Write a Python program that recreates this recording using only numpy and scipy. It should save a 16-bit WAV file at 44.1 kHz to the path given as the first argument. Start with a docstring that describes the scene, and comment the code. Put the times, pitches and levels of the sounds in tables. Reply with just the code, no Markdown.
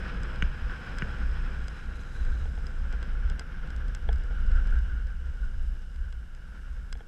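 """A packed snow slope: a rider glides down with a camera in a closed plastic case.
Wind buffets the case. The running surface scrapes over snow grains and rings the hollow case,
as do bites of the edge. The mount ticks and knocks, duller thuds come up from below,
and the electronics whine faintly over microphone hiss."""
import sys
import numpy as np
from scipy import signal
from scipy.fft import rfft, irfft, next_fast_len
from scipy.io import wavfile
from scipy.ndimage import uniform_filter1d

SR = 44100
rng = np.random.default_rng(int(sys.argv[2]) if len(sys.argv) > 2 else 0)


def log_audio(samples):
    """Write samples as a 16-bit WAV file to the path given in sys.argv[1]."""
    # one column per channel
    frames = np.atleast_2d(samples).T
    # limit to full scale, then quantise
    limited = np.clip(frames, -1, 1)
    pcm = np.round(limited * 32767).astype(np.int16)
    wavfile.write(sys.argv[1], SR, pcm)


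N = 311787

# steady push on the case (time [s], level [dB])
HEADWIND_LEVELS = [(0, -34), (.1, -34.5), (.35, -33), (.83, -38), (1.1, -33), (1.75, -36), (3.1, -30.5),
                   (3.45, -35.5), (4.0, -32.5), (4.6, -24.5), (5.25, -33.5), (5.85, -37), (6.2, -36.5),
                   (6.4, -40.5), (6.6, -35), (6.85, -34.5), (7.07, -42.5)]
# gusts on top (crest time [s], length [s], level [dB])
GUST_SWELLS = [(.22, 0.22, -32), (.45, .15, -23.5), (.66, .14, -26.5), (1.0, 0.3, -32.5), (1.26, 0.21, -26),
               (1.42, 0.31, -28.5), (1.61, 0.12, -30.5), (1.88, 0.14, -32.5), (2.27, .24, -23),
               (2.44, 0.16, -27), (2.62, 0.13, -46), (2.8, 0.1, -31), (2.93, 0.12, -29.5), (3.28, .16, -24),
               (3.62, 0.13, -31.5), (3.78, 0.079, -31), (3.88, 0.18, -28), (4.11, 0.22, -23),
               (4.33, 0.15, -34), (4.54, 0.37, -22.5), (4.557, 0.031, -15), (4.73, 0.2, -21.5),
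               (5.05, 0.11, -27.5), (5.45, 0.14, -25), (5.63, 0.29, -25.5), (6.025, .13, -28),
               (6.18, 0.1, -35), (6.94, 0.076, -30)]
# large and small eddies (frequency [Hz], level [dB])
BUFFET_SPECTRUM = [(12, -18.5), (22, -1), (30, 0.5), (44, -8.5), (59, -2), (70, -13), (85, -28.5),
                   (120, -32)]
FLUTTER_SPECTRUM = [(55, -21), (80, 4.5), (105, 0), (150, 2), (200, -4.5), (240, -9.5), (320, -19),
                    (600, -28.5)]
def wind():
    """Large eddies push on the case; small ones flutter round it, more at speed and in gusts."""
    eddy_top_hz, mid_drum_db = 121, -57
    headwind_db, = curves(HEADWIND_LEVELS)
    drum_db, _, _ = curves(GLIDE_LEVELS)
    push = np.sqrt(undb(headwind_db + 2 * walk(15)) ** 2 + swell_power(GUST_SWELLS))
    buffet = even(colour(rng.standard_normal(N), BUFFET_SPECTRUM), window_s=0.0504)
    # large eddies carry no quick changes
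    buffet = signal.sosfiltfilt(signal.butter(4, eddy_top_hz, fs=SR, output="sos"), buffet * push)
    flutter = even(colour(rng.standard_normal(N), FLUTTER_SPECTRUM), window_s=0.087)
    # flutter and drumming both grow with speed
    flutter_db = -48 + 0.73 * (drum_db - mid_drum_db) + 1.06 * walk(45)
    return buffet + flutter * unit(push ** 0.14) * undb(flutter_db)


# base levels of the run (time [s], drumming over ridges [dB], scrape [dB], powder hiss [dB])
GLIDE_LEVELS = [(0, -48, -51.5, -67.5), (.52, -53, -53.5, -68.5), (.95, -51.5, -52, -66),
                (1.6, -54.5, -56, -68), (2.05, -56, -58, -71.5), (2.55, -56.5, -60.5, -67),
                (3.25, -56.5, -57.5, -72), (3.7, -56.5, -59, -73.5), (4.72, -56, -60, -68),
                (5.15, -64, -66.5, -73), (5.45, -61.5, -65, -69.5), (5.85, -64.5, -68.5, -70.5),
                (6.3, -66, -68.5, -74.5), (6.68, -64.5, -65, -71.5), (7.07, -66.5, -70, -75)]
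# crust, soft snow, ridges, powder, fine snow (frequency [Hz], level [dB])
CRUST_SPECTRUM = [(700, -5), (1150, 2), (1800, 1.5), (2050, -3), (2400, -2), (2900, -5.5), (3300, -6),
                  (3600, -13.5), (4000, -13), (4500, -20), (5150, -10), (5700, -22.5), (9000, -42)]
SOFT_SPECTRUM = [(700, 0), (1150, 4), (1750, 3.5), (1950, -0.5), (2170, 2.5), (2500, -3.5), (2900, -1),
                 (3150, -2.5), (3370, -7.5), (3650, -6), (4100, -12), (4550, -15.5), (5000, -13.5),
                 (5700, -10.5), (8000, -47)]
DRUM_SPECTRUM = [(180, 8), (300, 0.5), (365, 1.5), (420, -2.5), (490, 4.5), (560, -2), (680, -7.5),
                 (820, -5), (930, -12), (1150, -16), (1600, -44)]
POWDER_SPECTRUM = [(2500, -2), (3900, 0.5), (4500, -8), (4950, 5), (5500, 1), (6000, -7.5), (6250, 1),
                   (6750, -6), (7150, -5), (7750, -1), (9200, -11.5), (10300, -12.5), (12000, -21),
                   (14000, -23), (16000, -25)]
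FINE_SPECTRUM = [(3400, -10), (3800, 4.5), (4050, 8), (4400, -14), (4900, -13), (5300, -14), (5800, -5),
                 (6400, -3), (7100, -8), (8200, -8), (9300, -32), (10200, -9), (11200, -16), (12500, -30)]
# rough crust and fine snow under the edge (crest time [s], length [s], level [dB])
ROUGH_PATCHES = [(.08, 0.15, -47.5), (.73, 0.19, -51), (1.38, .2, -54), (1.76, .2, -56)]
FINE_PATCHES = [(1.82, 0.56, -68), (1.965, 0.04, -61.5), (2.015, 0.051, -60), (2.17, 0.33, -63.5),
                (2.38, 0.46, -67)]
# case resonances (frequency [Hz], stage width [Hz], gain [dB])
CASE_MODES = [(1416, 200, 1.5), (1535, 180, 2.5), (1637, 205, -2)]
# upper ring of the case (time [s], level [dB])
UPPER_RING_LEVELS = [(0, -64), (2, -75), (3.8, -71.5), (4.6, -64), (5.1, -70), (5.8, -70.5), (7.07, -78)]
def glide():
    """Grains scrape under the running surface, chatter with the ridges and ring the case."""
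    drum_db, scrape_db, powder_db = curves(GLIDE_LEVELS)
    upper_db, = curves(UPPER_RING_LEVELS)
    soft, = curves([(1.4, 0), (4.6, 1)])  # hard crust gives way to soft snow
    chatter = undb(1.1 * walk(45))
    hollow_db = scrape_db + 5 * (1 - soft) + 8 * soft + 0.7 * walk(15)
    crunch = grains(rate_hz=9000, spread_db=2.0) * chatter
    scrape = (1 - soft) * colour(crunch, CRUST_SPECTRUM) + soft * colour(crunch, SOFT_SPECTRUM)
    scrape *= np.sqrt(undb(scrape_db + 3) ** 2 + swell_power(ROUGH_PATCHES))
    drum = colour(grains(rate_hz=1800, spread_db=1.0) * chatter, DRUM_SPECTRUM) * undb(drum_db + 2)
    hollow = sum(undb(db) * resonate(grains(rate_hz=4600, spread_db=2.0), hz, width_hz)
                 for hz, width_hz, db in CASE_MODES)
    hollow = even(hollow, window_s=0.08) * chatter * undb(hollow_db)
    powder = rng.standard_normal(N) + 0.95 * grains(rate_hz=2800, spread_db=3.5)
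    powder = colour(powder, POWDER_SPECTRUM) * undb(powder_db)
    fine = colour(grains(rate_hz=7400, spread_db=1.8) * chatter, FINE_SPECTRUM)
    fine *= np.sqrt(swell_power(FINE_PATCHES, rise=0.66))
    upper = grain_ring(hz=2880, width_hz=330) * undb(upper_db)
    return scrape + drum + hollow + upper + powder + fine


# edge bites (crest time [s], length [s], level [dB], pitch [Hz])
EDGE_BITES = [(0.087, 0.12, -48, 1440), (.72, 0.094, -44, 1540), (2.3, 0.14, -51.5, 1560),
              (4.357, 0.26, -50, 1454), (4.567, .13, -44, 1480), (4.748, 0.15, -48, 1528),
              (4.947, .22, -51, 1493), (5.11, 0.1, -54, 1540), (5.337, .16, -59, 1480),
              (5.44, 0.19, -54, 1460), (6.042, 0.14, -56, 1550), (6.446, .2, -68, 1430),
              (6.686, 0.07, -59, 1470)]
# edge catches (time [s], level [dB], pitch [Hz])
EDGE_CATCHES = [(4.7222, -32.5, 1473), (4.766, -41.5, 1550), (6.641, -46, 1454)]
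def edge():
    """Each bite into the snow rings the case at its own pitch; a catch makes it ping."""
    out = sum(grain_ring(hz, width_hz=187) * np.sqrt(swell_power([(s, length_s, db)]))
              for s, length_s, db, hz in EDGE_BITES)
    t, crest_s = np.arange(SR // 20) / SR, 0.0034
    envelope = (t / crest_s * np.exp(1 - t / crest_s)) ** 2
    for s, db, hz in EDGE_CATCHES:
        add(out, s, undb(db) * envelope * np.sin(2 * np.pi * hz * t))
    return out


# slips of the mount (time [s], level [dB], body mode gain [dB], bright mode gain [dB])
MOUNT_SLIPS = [(0.2323, -46, -3, -1), (0.359, -56.5, 11, 0), (0.9844, -41, -0.5, -1), (1.681, -44, -.5, -1),
               (2.0342, -59, 1, 0), (2.2502, -56, 3, 0), (2.6666, -50.5, 2, 6.5), (2.9256, -51, 1, 0),
               (3.027, -51, 8.5, 0), (3.2982, -46.5, 0, -2), (3.394, -38, -2, -1), (3.673, -61, 7, 0),
               (3.703, -53, 3, -1), (3.7626, -52, 0, -4), (3.882, -57, 4, 0), (3.9483, -39, -3, -10),
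               (4.128, -50, 3.5, 2), (4.1584, -58, 0, 0), (4.1829, -59.5, -2, 0), (4.236, -57, -2, 0),
               (4.464, -60, -6, 2), (4.5151, -58.5, 8, 0), (4.558, -57, 1, 0), (4.672, -54.5, 3, 1),
               (4.787, -58, 0, 0.5), (5.0694, -59.5, 3, 0), (5.959, -62, 7, 0), (6.125, -57, 6.5, 0),
               (6.3484, -56, -2, -1), (6.9261, -41, 1, 0), (6.9721, -59.5, 0, -1)]
# case modes after a slip (frequency [Hz], level [dB], time to crest [s])
SLIP_MODES = [(455, -9.5, 0.0019), (1140, -3, 0.0011), (1540, 1, 0.0028), (2085, -6, 0.0024),
              (2820, -1, 0.00083), (3264, -4, 0.0019), (4130, -5, .0011), (4980, 0, .002),
              (5240, -21, 0.0063), (5380, -8, 0.0016), (5630, -9.5, 0.0015), (6270, -9, 0.0016),
              (6980, -7, .00088), (7760, -1.5, 0.00087), (8420, -9, 0.00091), (9600, -19, 0.00096),
              (10200, -18, 0.00072), (11600, -23, .0006), (13300, -24, .0005)]
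def ticks():
    """A plastic joint slips; the case's modes swell and die."""
    body_top_hz, bright_top_hz = 4500, 5200
    out, t = np.zeros(N), np.arange(SR // 30) / SR
    hz, mode_db, crest_s = np.transpose(SLIP_MODES)[:, :, None]
    envelope = (t / crest_s * np.exp(1 - t / crest_s)) ** 2.3
    for s, db, body_db, bright_db in MOUNT_SLIPS:
        detuned_hz = hz * (1 + 0.0053 * rng.standard_normal(hz.shape))
        band_db = np.where(hz < body_top_hz, body_db, bright_db * (hz < bright_top_hz))
        modes = undb(db + mode_db + band_db) * envelope * np.sin(2 * np.pi * detuned_hz * t)
        add(out, s, modes.sum(axis=0))
    return out


# hard knocks (time [s], level [dB], contact time [s], crack gain [dB])
BRACKET_KNOCKS = [(0.4231, -22, 0.00037, -3), (1.0211, -23, 0.00052, -11.5)]
# case modes after a knock (frequency [Hz], level [dB], t60 [s])
BRACKET_MODES = [(122, -2.5, 0.067), (171, -0.5, 0.064), (274, -5.5, 0.025), (493, -17.5, 0.025),
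                 (1230, -16, 0.0027), (1512, 4, 0.02), (1950, 2, 0.012), (2300, 2, 0.018), (2900, 5, 0.018),
                 (3240, -1, 0.012), (3700, -11, 0.036), (6340, -6, .007)]
# crack of a knock (frequency [Hz], level [dB])
CRACK_SPECTRUM = [(3000, 2), (4600, -3), (4980, 8), (5500, -13), (6000, -11), (6340, 6), (6900, -2),
                  (8000, -11), (9500, -17), (11300, -18), (14000, -30)]
def knocks():
    """The case cracks against its bracket and rings; longer contact weakens the high modes."""
    out, t = np.zeros(N), np.arange(SR // 10) / SR
    for s, db, contact_s, crack_db in BRACKET_KNOCKS:
        crack = colour(rng.standard_normal(N), CRACK_SPECTRUM)[:len(t)]
        crack *= onset(t, rise_s=0.00032) * np.exp(-t / 0.0018)
        crack /= np.sqrt(np.sum(crack ** 2))
        force = np.sin(np.pi * np.minimum(t / contact_s, 1)) ** 2
        ring = struck_modes(BRACKET_MODES, t, detune=0.0073).sum(axis=0)
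        clack = signal.fftconvolve(ring, force / force.sum())[:len(t)]
        add(out, s, undb(db) * (clack + undb(crack_db) * crack))
    return out


# bumps (time [s], level [dB], gain above 1 kHz [dB])
BUMP_THUDS = [(2.455, -51.5, 2), (2.576, -51, 1), (2.932, -50.5, -1), (3.304, -53, 1), (3.408, -51, -8),
              (4.0895, -37.5, 0.5), (4.198, -60, 5), (4.308, -51, -3), (4.729, -56, -7),
              (6.953, -54.5, 3.5), (7.006, -53, 1)]
# modes of a thud (frequency [Hz], level [dB], t60 [s])
BUMP_MODES = [(270, -12, 0.027), (453, 6, 0.058), (691, 3.5, 0.043), (820, 5, 0.039), (1470, -3, 0.027),
              (1713, 1.5, 0.038), (2230, 0.5, 0.0085), (3270, 1, 0.018)]
def thuds():
    """Bumps thud up from below; harder contact brings out the upper modes."""
    out, t = np.zeros(N), np.arange(SR // 10) / SR
    is_upper = np.array(BUMP_MODES)[:, :1] > 1000
    for s, db, clack_db in BUMP_THUDS:
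        modes = undb(clack_db * is_upper) * struck_modes(BUMP_MODES, t, detune=0.0089)
        add(out, s, undb(db) * modes.sum(axis=0) * onset(t, rise_s=0.00028))
    return out


# spells of whine (start [s], end [s], level [dB])
WHINE_SPELLS = [(.38, 1.5, -89), (3.37, 4.46, -89), (5.67, 5.76, -88), (6.53, 7.03, -89)]
# squeaks (time [s])
SQUEAK_TIMES_S = [.335, 3.315, 5.6, 6.47]
def electronics():
    """The camera's electronics give a thin, stuttering whine and falling two-tone squeaks."""
    mean_stutter_hz = 24
    squeak_hz, fall_hz_per_s, squeak_s, squeak_db = (10300, 11100), 4000, 0.05, -81
    t = np.arange(N) / SR
    spells = sum(undb(db) * ((t > start) & (t < end)) for start, end, db in WHINE_SPELLS)
    whine = even(resonate(rng.standard_normal(N), hz=11260, width_hz=260), window_s=0.02)
    stutter_hz = mean_stutter_hz * (1 + 0.5 * walk(40))
    stutter = 1 + np.sin(2 * np.pi * np.cumsum(stutter_hz) / SR)
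    out = spells * whine * unit(stutter)
    t = t[t < squeak_s]
    tones = sum(np.sin(2 * np.pi * (hz - fall_hz_per_s * t / 2) * t) for hz in squeak_hz)
    for s in SQUEAK_TIMES_S:
        add(out, s, undb(squeak_db) * tones * np.sin(np.pi * t / squeak_s))
    return out


# microphone noise (frequency [Hz], level [dB])
HISS_SPECTRUM = [(3000, 4.5), (8000, -0.5), (10500, -1), (11700, -5), (13300, -6), (14500, -10.5)]
def hiss():
    """Steady noise of the microphone."""
    return undb(-75.5) * colour(rng.standard_normal(N), HISS_SPECTRUM)


def grains(rate_hz, spread_db):
    """Snow crystals breaking: many small, a few large; rms 1."""
    size = undb(spread_db * np.minimum(rng.exponential(size=N), 2 * np.pi))
    return unit((rng.random(N) < rate_hz / SR) * size * rng.choice([-1, 1], N))


def grain_ring(hz, width_hz):
    """Snow grains ring one resonance at a steady level."""
    return even(resonate(grains(rate_hz=4600, spread_db=2.0), hz, width_hz), window_s=0.058)


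def struck_modes(modes, t, detune):
    """One decaying sine a row, randomly detuned; neighbours swing in opposite senses."""
    hz, db, t60_s = np.transpose(modes)[:, :, None]
    hz = hz * (1 + detune * rng.standard_normal(hz.shape))
    sense = (-1) ** np.arange(len(hz))[:, None]
    return sense * undb(db) * np.sin(2 * np.pi * hz * t) * np.exp(-np.log(1000) * t / t60_s)


def onset(t, rise_s):
    """Share of a blow delivered so far."""
    return 1 - np.exp(-(t / rise_s) ** 2)


def swell_power(table, rise=0.44):
    """Summed power of smooth swells; each builds for the share `rise` of its length."""
    t, power = np.arange(N) / SR, np.zeros(N)
    for crest_s, length_s, db in table:
        away = np.maximum((crest_s - t) / rise, (t - crest_s) / (1 - rise)) / length_s
        power += (undb(db) * np.cos(np.pi / 2 * np.minimum(away, 1))) ** 2
    return power


def colour(x, spectrum):
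    """Filter by a spectrum, falling 20 dB an octave past its ends; rms 1."""
    hz, db = np.transpose(spectrum)
    size = next_fast_len(N)
    octave = np.log2(np.maximum(np.fft.rfftfreq(size, 1 / SR), 1))
    outside = np.abs(octave - np.clip(octave, np.log2(hz[0]), np.log2(hz[-1])))
    gain = undb(np.interp(octave, np.log2(hz), db) - 20 * outside)
    return unit(irfft(rfft(x, size) * gain, size)[:N])


def resonate(x, hz, width_hz):
    """Two resonator stages in series, each width_hz wide; gain 1 at the centre."""
    b, a = signal.iirpeak(hz, hz / width_hz, fs=SR)
    return signal.lfilter(b, a, signal.lfilter(b, a, x))


def walk(rate_hz):
    """Random steps, smoothed twice; rms 1."""
    hold = int(SR / rate_hz)
    steps = np.repeat(rng.standard_normal(N // hold + 1), hold)
    return unit(uniform_filter1d(uniform_filter1d(steps, hold), hold)[:N])


def even(x, window_s):
    """Divide by the running rms: slow swells go, quick ones stay."""
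    return x / np.sqrt(uniform_filter1d(x ** 2, int(window_s * SR), mode="reflect") + 1e-9)


def curves(table):
    """Interpolate each column after the time, sample by sample."""
    times_s, *columns = np.transpose(table)
    return [np.interp(np.arange(N) / SR, times_s, column) for column in columns]


def undb(db):
    """Decibels to gain."""
    return 10 ** (np.asarray(db) / 20)


def unit(x):
    """Scale to rms 1."""
    return x / np.sqrt(np.mean(x ** 2))


def add(out, start_s, sound):
    """Mix a sound in at start_s."""
    i = max(int(start_s * SR), 0)
    out[i:i + len(sound)] += sound[:N - i]


def scene():
    """Wind, snow, mount and electronics at one microphone."""
    return (wind() + glide() + edge() + ticks() + knocks() + thuds() + electronics() + hiss())[None]


def record(dry):
    """The camera cuts the top."""
    cutoff_hz = 14600
    return signal.sosfilt(signal.ellip(8, .2, 80, cutoff_hz, fs=SR, output="sos"), dry)


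dry = scene()
out = record(dry)
log_audio(out)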